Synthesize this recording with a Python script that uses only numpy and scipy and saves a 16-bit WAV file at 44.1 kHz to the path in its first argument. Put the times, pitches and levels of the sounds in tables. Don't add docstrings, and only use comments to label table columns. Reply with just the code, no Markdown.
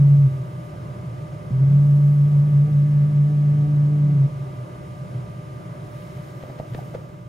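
import sys
import numpy as np
from scipy import signal
from scipy.fft import rfft, irfft, next_fast_len
from scipy.io import wavfile
from scipy.ndimage import map_coordinates

SR = 44100
rng = np.random.default_rng(int(sys.argv[2]) if len(sys.argv) > 2 else 0)


def store_pcm(level_fs):
    pcm = np.round(np.clip(level_fs, -1, 1) * 32767).astype(np.int16)
    wavfile.write(sys.argv[1], SR, np.atleast_2d(pcm).T)


N = 321048
TIME_S = np.arange(N) / SR


def amp(db):
    return 10 ** (np.asarray(db) / 20)


def along(points, hz):
    freqs, values = np.transpose(points)
    return np.interp(np.log(hz + 1), np.log(freqs + 1), values)


def curves(rows):
    times, *columns = np.transpose(rows)
    return [np.interp(TIME_S, times, column) for column in columns]


def ramp(start_s, length_s):
    return np.clip((TIME_S - start_s) / length_s, 0, 1)


def swell(peak_s, half_width_s):
    return np.exp(-((TIME_S - peak_s) / half_width_s) ** 2)


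def wobble(rate_hz):
    knots = rng.standard_normal(int(N * rate_hz / SR) + 4)
    return map_coordinates(knots, [TIME_S * rate_hz])


def filtered(x, response):
    size = next_fast_len(N + SR // 2)
    return irfft(rfft(x, size) * response(np.fft.rfftfreq(size, 1 / SR)), size)[..., :N]


def turning(hz):
    return 2 * np.pi * (np.cumsum(hz) / SR + rng.random())


def sine(angle):
    return np.sqrt(2) * np.sin(angle)


def stereo_sine(angle, phase_rad):
    return sine(angle + np.array([[phase_rad], [-phase_rad]]) / 2)


# freq_hz, left_minus_right_db
BALANCE = [(140, -0.65), (330, 1), (550, 0), (1150, -3.5), (1800, -0.5), (3000, 3.5), (6000, 1.7),
           (9000, -0.5)]

def panned(x):
    return filtered(x, lambda hz: amp(along(BALANCE, hz) * np.array([[.5], [-.5]])))


# centre_hz, width_hz, gain_db
CHAMBER_MODES = [(420, 10, -4), (468, 14, -3), (740, 24, 3.5), (835, 20, -1.5), (968, 14, -3),
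                 (1096, 24, -4.5), (1575, 15, -3), (1805, 42, -6.5), (1910, 30, 4), (2020, 42, 4),
                 (2155, 32, 4), (2320, 25, -2.5), (2725, 35, -3), (2900, 35, -3), (3100, 45, 2.5),
                 (3230, 45, 3), (3440, 45, 3), (3560, 40, -3), (3790, 50, 4.5), (5270, 55, 3),
                 (5405, 32, 5), (5750, 220, -3), (6250, 60, 3)]
# freq_hz, side_minus_mid_db
WIDTH = [(60, -25.5), (140, -18.5), (210, -6), (330, -3.5), (500, -7), (770, 2.5), (1100, -1), (1700, 1.5),
         (2700, -5.5), (4200, -3.5), (6400, -7), (15000, -1)]

def chamber_noise(spectrum, direct_share):
    def colour(hz):
        modes_db = sum(db * np.exp(-((hz - centre) / width) ** 2) for centre, width, db in CHAMBER_MODES)
        knots_hz = np.arange(3800, SR / 2, 55)
        ripple_db = 1.4 * np.interp(hz, knots_hz, rng.standard_normal(len(knots_hz)), left=0)
        return amp(along(spectrum, hz) + modes_db + ripple_db)

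    mid, diffuse = filtered(rng.standard_normal((2, N)), colour)
    quadrature = filtered(mid, lambda hz: 1j)
    side = np.sqrt(direct_share) * quadrature + np.sqrt(1 - direct_share) * diffuse
    side = filtered(side, lambda hz: amp(along(WIDTH, hz)))
    return panned(np.array([mid + side, mid - side]) / np.std(mid))


def late_fade(start_s=6.86, db_per_s=12.5):
    return amp(-db_per_s * np.maximum(TIME_S - start_s, 0))


# freq_hz, density_db
RUMBLE_SPECTRUM = [(15, -68.5), (25, -46.5), (36, -26), (49, -24), (65, -14.5), (86, -14.5), (105, -6.5),
                   (123, 1), (171, -6), (220, -24), (260, -31.5), (340, -55), (570, -120)]
DUCT_SPECTRUM = [(170, -29), (240, -3.5), (290, -3.5), (375, 1.5), (460, -6), (565, -1.5), (680, -8),
                 (810, -14.5), (1000, -10.5), (1150, -15.5), (1450, -17.5), (1800, -19.5), (2200, -55)]
HISS_SPECTRUM = [(1100, -30), (1800, -6), (2050, 1), (2800, -4), (3600, -8.2), (5400, -10.3), (7000, -12),
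                 (11000, -20), (15500, -22.5)]
# time_s, level_db
RUMBLE_ENVELOPE = [(0, -33), (4.6, -33.5), (6.4, -36.5), (7.28, -38)]

def gas():
    rumble_db = curves(RUMBLE_ENVELOPE)[0] + 1.4 * wobble(3.9)
    rumble = amp(rumble_db) * chamber_noise(RUMBLE_SPECTRUM, direct_share=0)
    duct = amp(-46 + .98 * wobble(6.3)) * chamber_noise(DUCT_SPECTRUM, direct_share=.05)
    hiss = amp(-58.5 + .26 * wobble(4.2)) * chamber_noise(HISS_SPECTRUM, direct_share=.1)
    return rumble + late_fade() * (duct + hiss)


# order, level_db, stereo_phase_rad
BLOWER_ORDERS = [(1, -54, 0.96), (2, -61.5, 0.7), (3, -48, -1.38), (6, -51, 2.5), (8, -69, 1),
                 (10, -73, 0.5), (13, -78, -0.8), (14, -75, 1), (15, -74.5, 0.7), (19, -87.5, -1.5)]

def blower(shaft_hz=199.97):
    shaft = turning(shaft_hz + .035 * wobble(3))
    tones = sum(amp(db + .42 * wobble(5)) * stereo_sine(order * shaft + .17 * wobble(13), phase)
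                for order, db, phase in BLOWER_ORDERS)
    return late_fade() * panned(tones)


# pitch_hz, level_db, stereo_phase_rad
FAN_TONES = [(311.5, -59, .1), (320.5, -56.5, .1), (937, -68, 1.5), (1248, -68, 2), (2375, -80, .3),
             (5417, -83, .2)]

def fans():
    tones = sum(amp(db + .61 * wobble(13)) * stereo_sine(turning(hz + .6 * wobble(4)), phase)
                for hz, db, phase in FAN_TONES)
    return late_fade() * panned(tones)


# pitch_hz, level_db
WHINE_TONES = [(8188, -84.5), (9994, -70)]

def electronics(creep_db_per_s=.2, drop_db=20):
    whine = sum(amp(db + .8 * wobble(30)) * stereo_sine(turning(hz + 6 * wobble(50)), phase_rad=2)
                for hz, db in WHINE_TONES)
    gain_db = -.5 + creep_db_per_s * TIME_S - drop_db * ramp(start_s=6.2, length_s=.28)
    return amp(gain_db) * whine


def feed_drive(pitch_hz=1750, level_db=-66):
    return amp(level_db) * swell(peak_s=3.05, half_width_s=1) * sine(turning(pitch_hz + .5 * wobble(3.6)))


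# freq_hz, density_db
POWDER_SPECTRUM = [(2500, -8), (4500, -1), (7000, -1.5), (9000, -3), (11300, 1), (13000, -3), (15500, -4.5)]
# start_s, rise_s, hold_s, level_db, decay_db_per_s
POWDER_SLIDES = [(-.2, .17, .2, -65, 22), (.635, .01, .01, -65.5, 250), (1.45, .36, .2, -64.5, 6),
                 (5.8, .15, .3, -65, 15), (6.62, .15, .03, -62.5, 40)]

def powder(trickle_db=-80):
    slides = [ramp(start, rise) * amp(db - decay * np.maximum(TIME_S - start - rise - hold, 0))
              for start, rise, hold, db, decay in POWDER_SLIDES]
    envelope = np.sqrt(amp(trickle_db) ** 2 + np.sum(np.square(slides), axis=0))
    uneven_db = .8 * wobble(22) + 1.8 * wobble(400)
    return envelope * amp(uneven_db) * chamber_noise(POWDER_SPECTRUM, direct_share=.1)


# peak_s, rub_db, scrape_db, half_width_s
SCUFF_EVENTS = [(6.1, -63.5, -61, .24), (6.434, -58.5, -61, .03), (6.502, -57.5, -62.5, .02),
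                (6.593, -51.5, -58.5, 0.014), (6.745, -53.5, -56.5, 0.019), (6.801, -51, -65, 0.035),
                (6.952, -43.5, -58, 0.011)]
# freq_hz, density_db
RUB_SPECTRUM = [(200, -5), (600, 4), (1400, -5.5), (2800, -21), (6500, -26), (15000, -40.5)]
SCRAPE_SPECTRUM = [(900, -17), (1900, 0.5), (2500, -4), (4000, -9.5), (7000, -22.5), (12000, -35)]

def scuffs():
    roughness = amp(3 * wobble(300))
    rub = sum(amp(db) * swell(peak, width) for peak, db, _, width in SCUFF_EVENTS)
    scrape = sum(amp(db) * swell(peak, width) for peak, _, db, width in SCUFF_EVENTS)
    return roughness * (rub * chamber_noise(RUB_SPECTRUM, direct_share=0)
                        + scrape * chamber_noise(SCRAPE_SPECTRUM, direct_share=0))


# peak_s, level_db, half_width_s
PUSHES = [(6.608, -32, 0.0087), (6.73, -26.5, 0.026), (6.797, -34, 0.018)]

def thumps(pitch_hz=122):
    return sum(amp(db) * swell(peak, width) * sine(turning(np.full(N, pitch_hz)))
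               for peak, db, width in PUSHES)


# start_s, level_db, ring_hz, ring_t60_s, tick_relative_db, thud_relative_db
LIGHT_KNOCKS = [(6.435, -25, 554, 0.0093, -21, -2), (6.497, -31.5, 623, 0.017, -20, 2),
                (6.5975, -19.5, 620, 0.013, -17.5, -2.5), (6.748, -20, 415, 0.0049, -4, -8),
                (6.788, -25.5, 710, 0.012, -27, -2), (6.939, -29, 630, 0.011, -19, -10),
                (6.9475, -20, 513, 0.016, -15, -7)]
FEEDER_BUMPS = [(.262, -34.5, 250, .05, -39, -10), (1.505, -25, 189.5, .035, -42.5, -12),
                (4.26, -30, 237, .02, -45, -6)]
# freq_hz, gain_db
TICK_SPECTRUM = [(700, -21.5), (1300, -5), (1850, 8), (2400, 3), (3300, -8), (5800, -15.5), (8000, -26),
                 (15000, -32)]

def knocks(contacts, tick_t60_s=.0061, wall_t60_s=.31, wall_db=-6):
    t = np.arange(SR // 4) / SR
    flex_s = np.maximum(t - .0012, 0)

    def mode(hz, t60_s):
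        wave = np.sin(2 * np.pi * hz * flex_s) * amp(-60 * flex_s / t60_s)
        wave *= 1 - np.exp(-flex_s / .0022)
        return wave / np.abs(wave).max()

    rings, ticks = np.zeros((2, N + SR))
    thud = mode(hz=187, t60_s=.011)
    for start_s, db, hz, t60_s, tick_db, thud_db in contacts:
        start = round(start_s * SR)
        span = slice(start, start + len(t))
        rings[span] += amp(db) * (mode(hz, t60_s) + amp(thud_db) * thud)
        ticks[span] += amp(db + tick_db - 60 * t / tick_t60_s) * rng.standard_normal(len(t))
    direct = filtered(rings[:N], lambda hz: 1 / (1 + (hz / 1150) ** 6))
    direct += filtered(ticks[:N], lambda hz: amp(along(TICK_SPECTRUM, hz)))
    walls = rng.standard_normal((2, len(t))) * amp(-60 * t / wall_t60_s)
    walls /= np.linalg.norm(walls[0])
    return direct + amp(wall_db) * signal.fftconvolve(direct[None], walls, axes=1)[:, :N]


# on_s, off_s
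DRIVE_SPANS = [(-.6, -0.13), (1.5, 4)]
# rotor_hz, level_db
HOUSING_RESPONSE = [(114, -68), (122, -53), (130, -34), (139, -29), (154, -35.5), (168, -27), (180, -29.5),
                    (199, -39)]

def second_rotor(idle_hz=113.95, full_hz=199.3, spin_up_s=.31, coast_s=.33):
    speed = sum(ramp(on, spin_up_s) * np.exp(-np.maximum(TIME_S - off, 0) / coast_s)
                for on, off in DRIVE_SPANS)
    hz = idle_hz + (full_hz - idle_hz) * speed
    angle = turning(hz)
    tone = stereo_sine(angle, phase_rad=-.18) + amp(-31.5) * sine(2 * angle)
    return amp(along(HOUSING_RESPONSE, hz)) * tone


# time_s, depth_db
THROB_TROUGHS = [(1.7, 0.6), (1.87, 1.2), (1.99, 2.5), (2.15, 2.5), (2.295, 4), (2.485, 5), (2.69, 8.6),
                 (2.895, 3), (3.105, 6), (3.32, 5), (3.49, -3.2), (3.67, 2.8), (3.95, 2.5), (4.12, 2),
                 (4.32, 3)]

def throb():
    rows = [(time_s, cycle, db) for cycle, (time_s, db) in enumerate(THROB_TROUGHS)]
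    cycles, depth_db = curves(rows)
    share = (amp(depth_db) - 1) / (amp(depth_db) + 1)
    return 20 * np.log10(np.abs(1 - share * np.exp(2j * np.pi * cycles)))


def panel(drive_hz, angle, resonance_hz=395, width_hz=9, level_db=-44.5):
    return amp(level_db) / (1 + ((drive_hz - resonance_hz) / width_hz) ** 2) * sine(angle)


# time_s, harmonic_2_db, harmonic_3_db
CHUTE_BUZZ = [(.3, -58, -64), (1.55, -55, -67.5), (1.83, -46, -58), (2.3, -54.5, -64.5), (2.68, -46.5, -53),
              (2.8, -45.5, -63), (2.88, -40.5, -61.5), (3.1, -47, -57), (3.3, -41.5, -49),
              (3.5, -37.5, -51), (3.65, -36, -44), (3.79, -39.5, -58), (3.93, -36, -47.5), (4.04, -35, -56),
              (4.14, -36, -51), (4.23, -51, -53)]
# on_s, off_s, swing_db, settle_loss_db, wind_down_s, wind_down_gain_db, release_s
VIBRATOR_BURSTS = [(-.4, 0.273, -9, -1.5, 0.055, -.5, .052), (1.521, 4.263, -7.5, 6.5, .2, 2, .022)]
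HUM_HZ, REFERENCE_SWING_DB, SAG_HZ_PER_DB = 143.15, -10.5, .84
ATTACK_S, SETTLE_S, BUZZ_DUCK_DB_PER_DB = .032, .65, 1.4
RUN_UP_S, RUN_UP_HZ, RUN_UP_DB, WIND_DOWN_HZ = .24, 12, 6.5, 7
TAIL_DB, TAIL_S, TAIL_SAG_HZ_PER_S = -16, .18, 30

def vibrator():
    out = np.zeros((2, N))
    throb_db = throb()
    second_db, third_db = curves(CHUTE_BUZZ)
    harmonics = [(2, second_db), (3, third_db), (5, third_db - 5.5)]
    for on_s, off_s, first_db, loss_db, wind_down_s, gain_db, release_s in VIBRATOR_BURSTS:
        starting = 1 - ramp(on_s, RUN_UP_S)
        settled = 1 - np.exp(-np.maximum(TIME_S - on_s, 0) / SETTLE_S)
        stopping = ramp(off_s - wind_down_s, wind_down_s)
        since_off_s = np.maximum(TIME_S - off_s, 0)
        swing_db = first_db - loss_db * settled + gain_db * stopping + throb_db
        hz = HUM_HZ - SAG_HZ_PER_DB * (swing_db - REFERENCE_SWING_DB)
        hz -= RUN_UP_HZ * starting + WIND_DOWN_HZ * stopping
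        hz -= TAIL_SAG_HZ_PER_S * np.minimum(since_off_s, 1)
        angle = turning(hz + .2 * wobble(13))
        hum = amp(swing_db - RUN_UP_DB * starting) * stereo_sine(angle, phase_rad=-.21)
        buzz = sum(amp(db - BUZZ_DUCK_DB_PER_DB * throb_db + 1.2 * wobble(10)) * sine(order * angle)
                   for order, db in harmonics)
        spinning = ramp(on_s - ATTACK_S / 2, ATTACK_S) * np.exp(-since_off_s / TAIL_S)
        grip = 1 - (1 - amp(TAIL_DB)) * ramp(off_s - release_s / 2, release_s)
        out += spinning / np.sqrt(2) * (grip * (hum + buzz) + panel(3 * hz, 3 * angle))
    return out * amp([[-.1], [.1]])


def scene():
    rotors = vibrator() + second_rotor()
    background = gas() + blower() + fans() + feed_drive() + electronics() + powder()
    contacts = knocks(LIGHT_KNOCKS) + knocks(FEEDER_BUMPS) + scuffs() + thumps()
    return rotors + background + contacts


def record(dry):
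    return filtered(dry, lambda hz: hz < 15750)


dry = scene()
out = record(dry)
store_pcm(out)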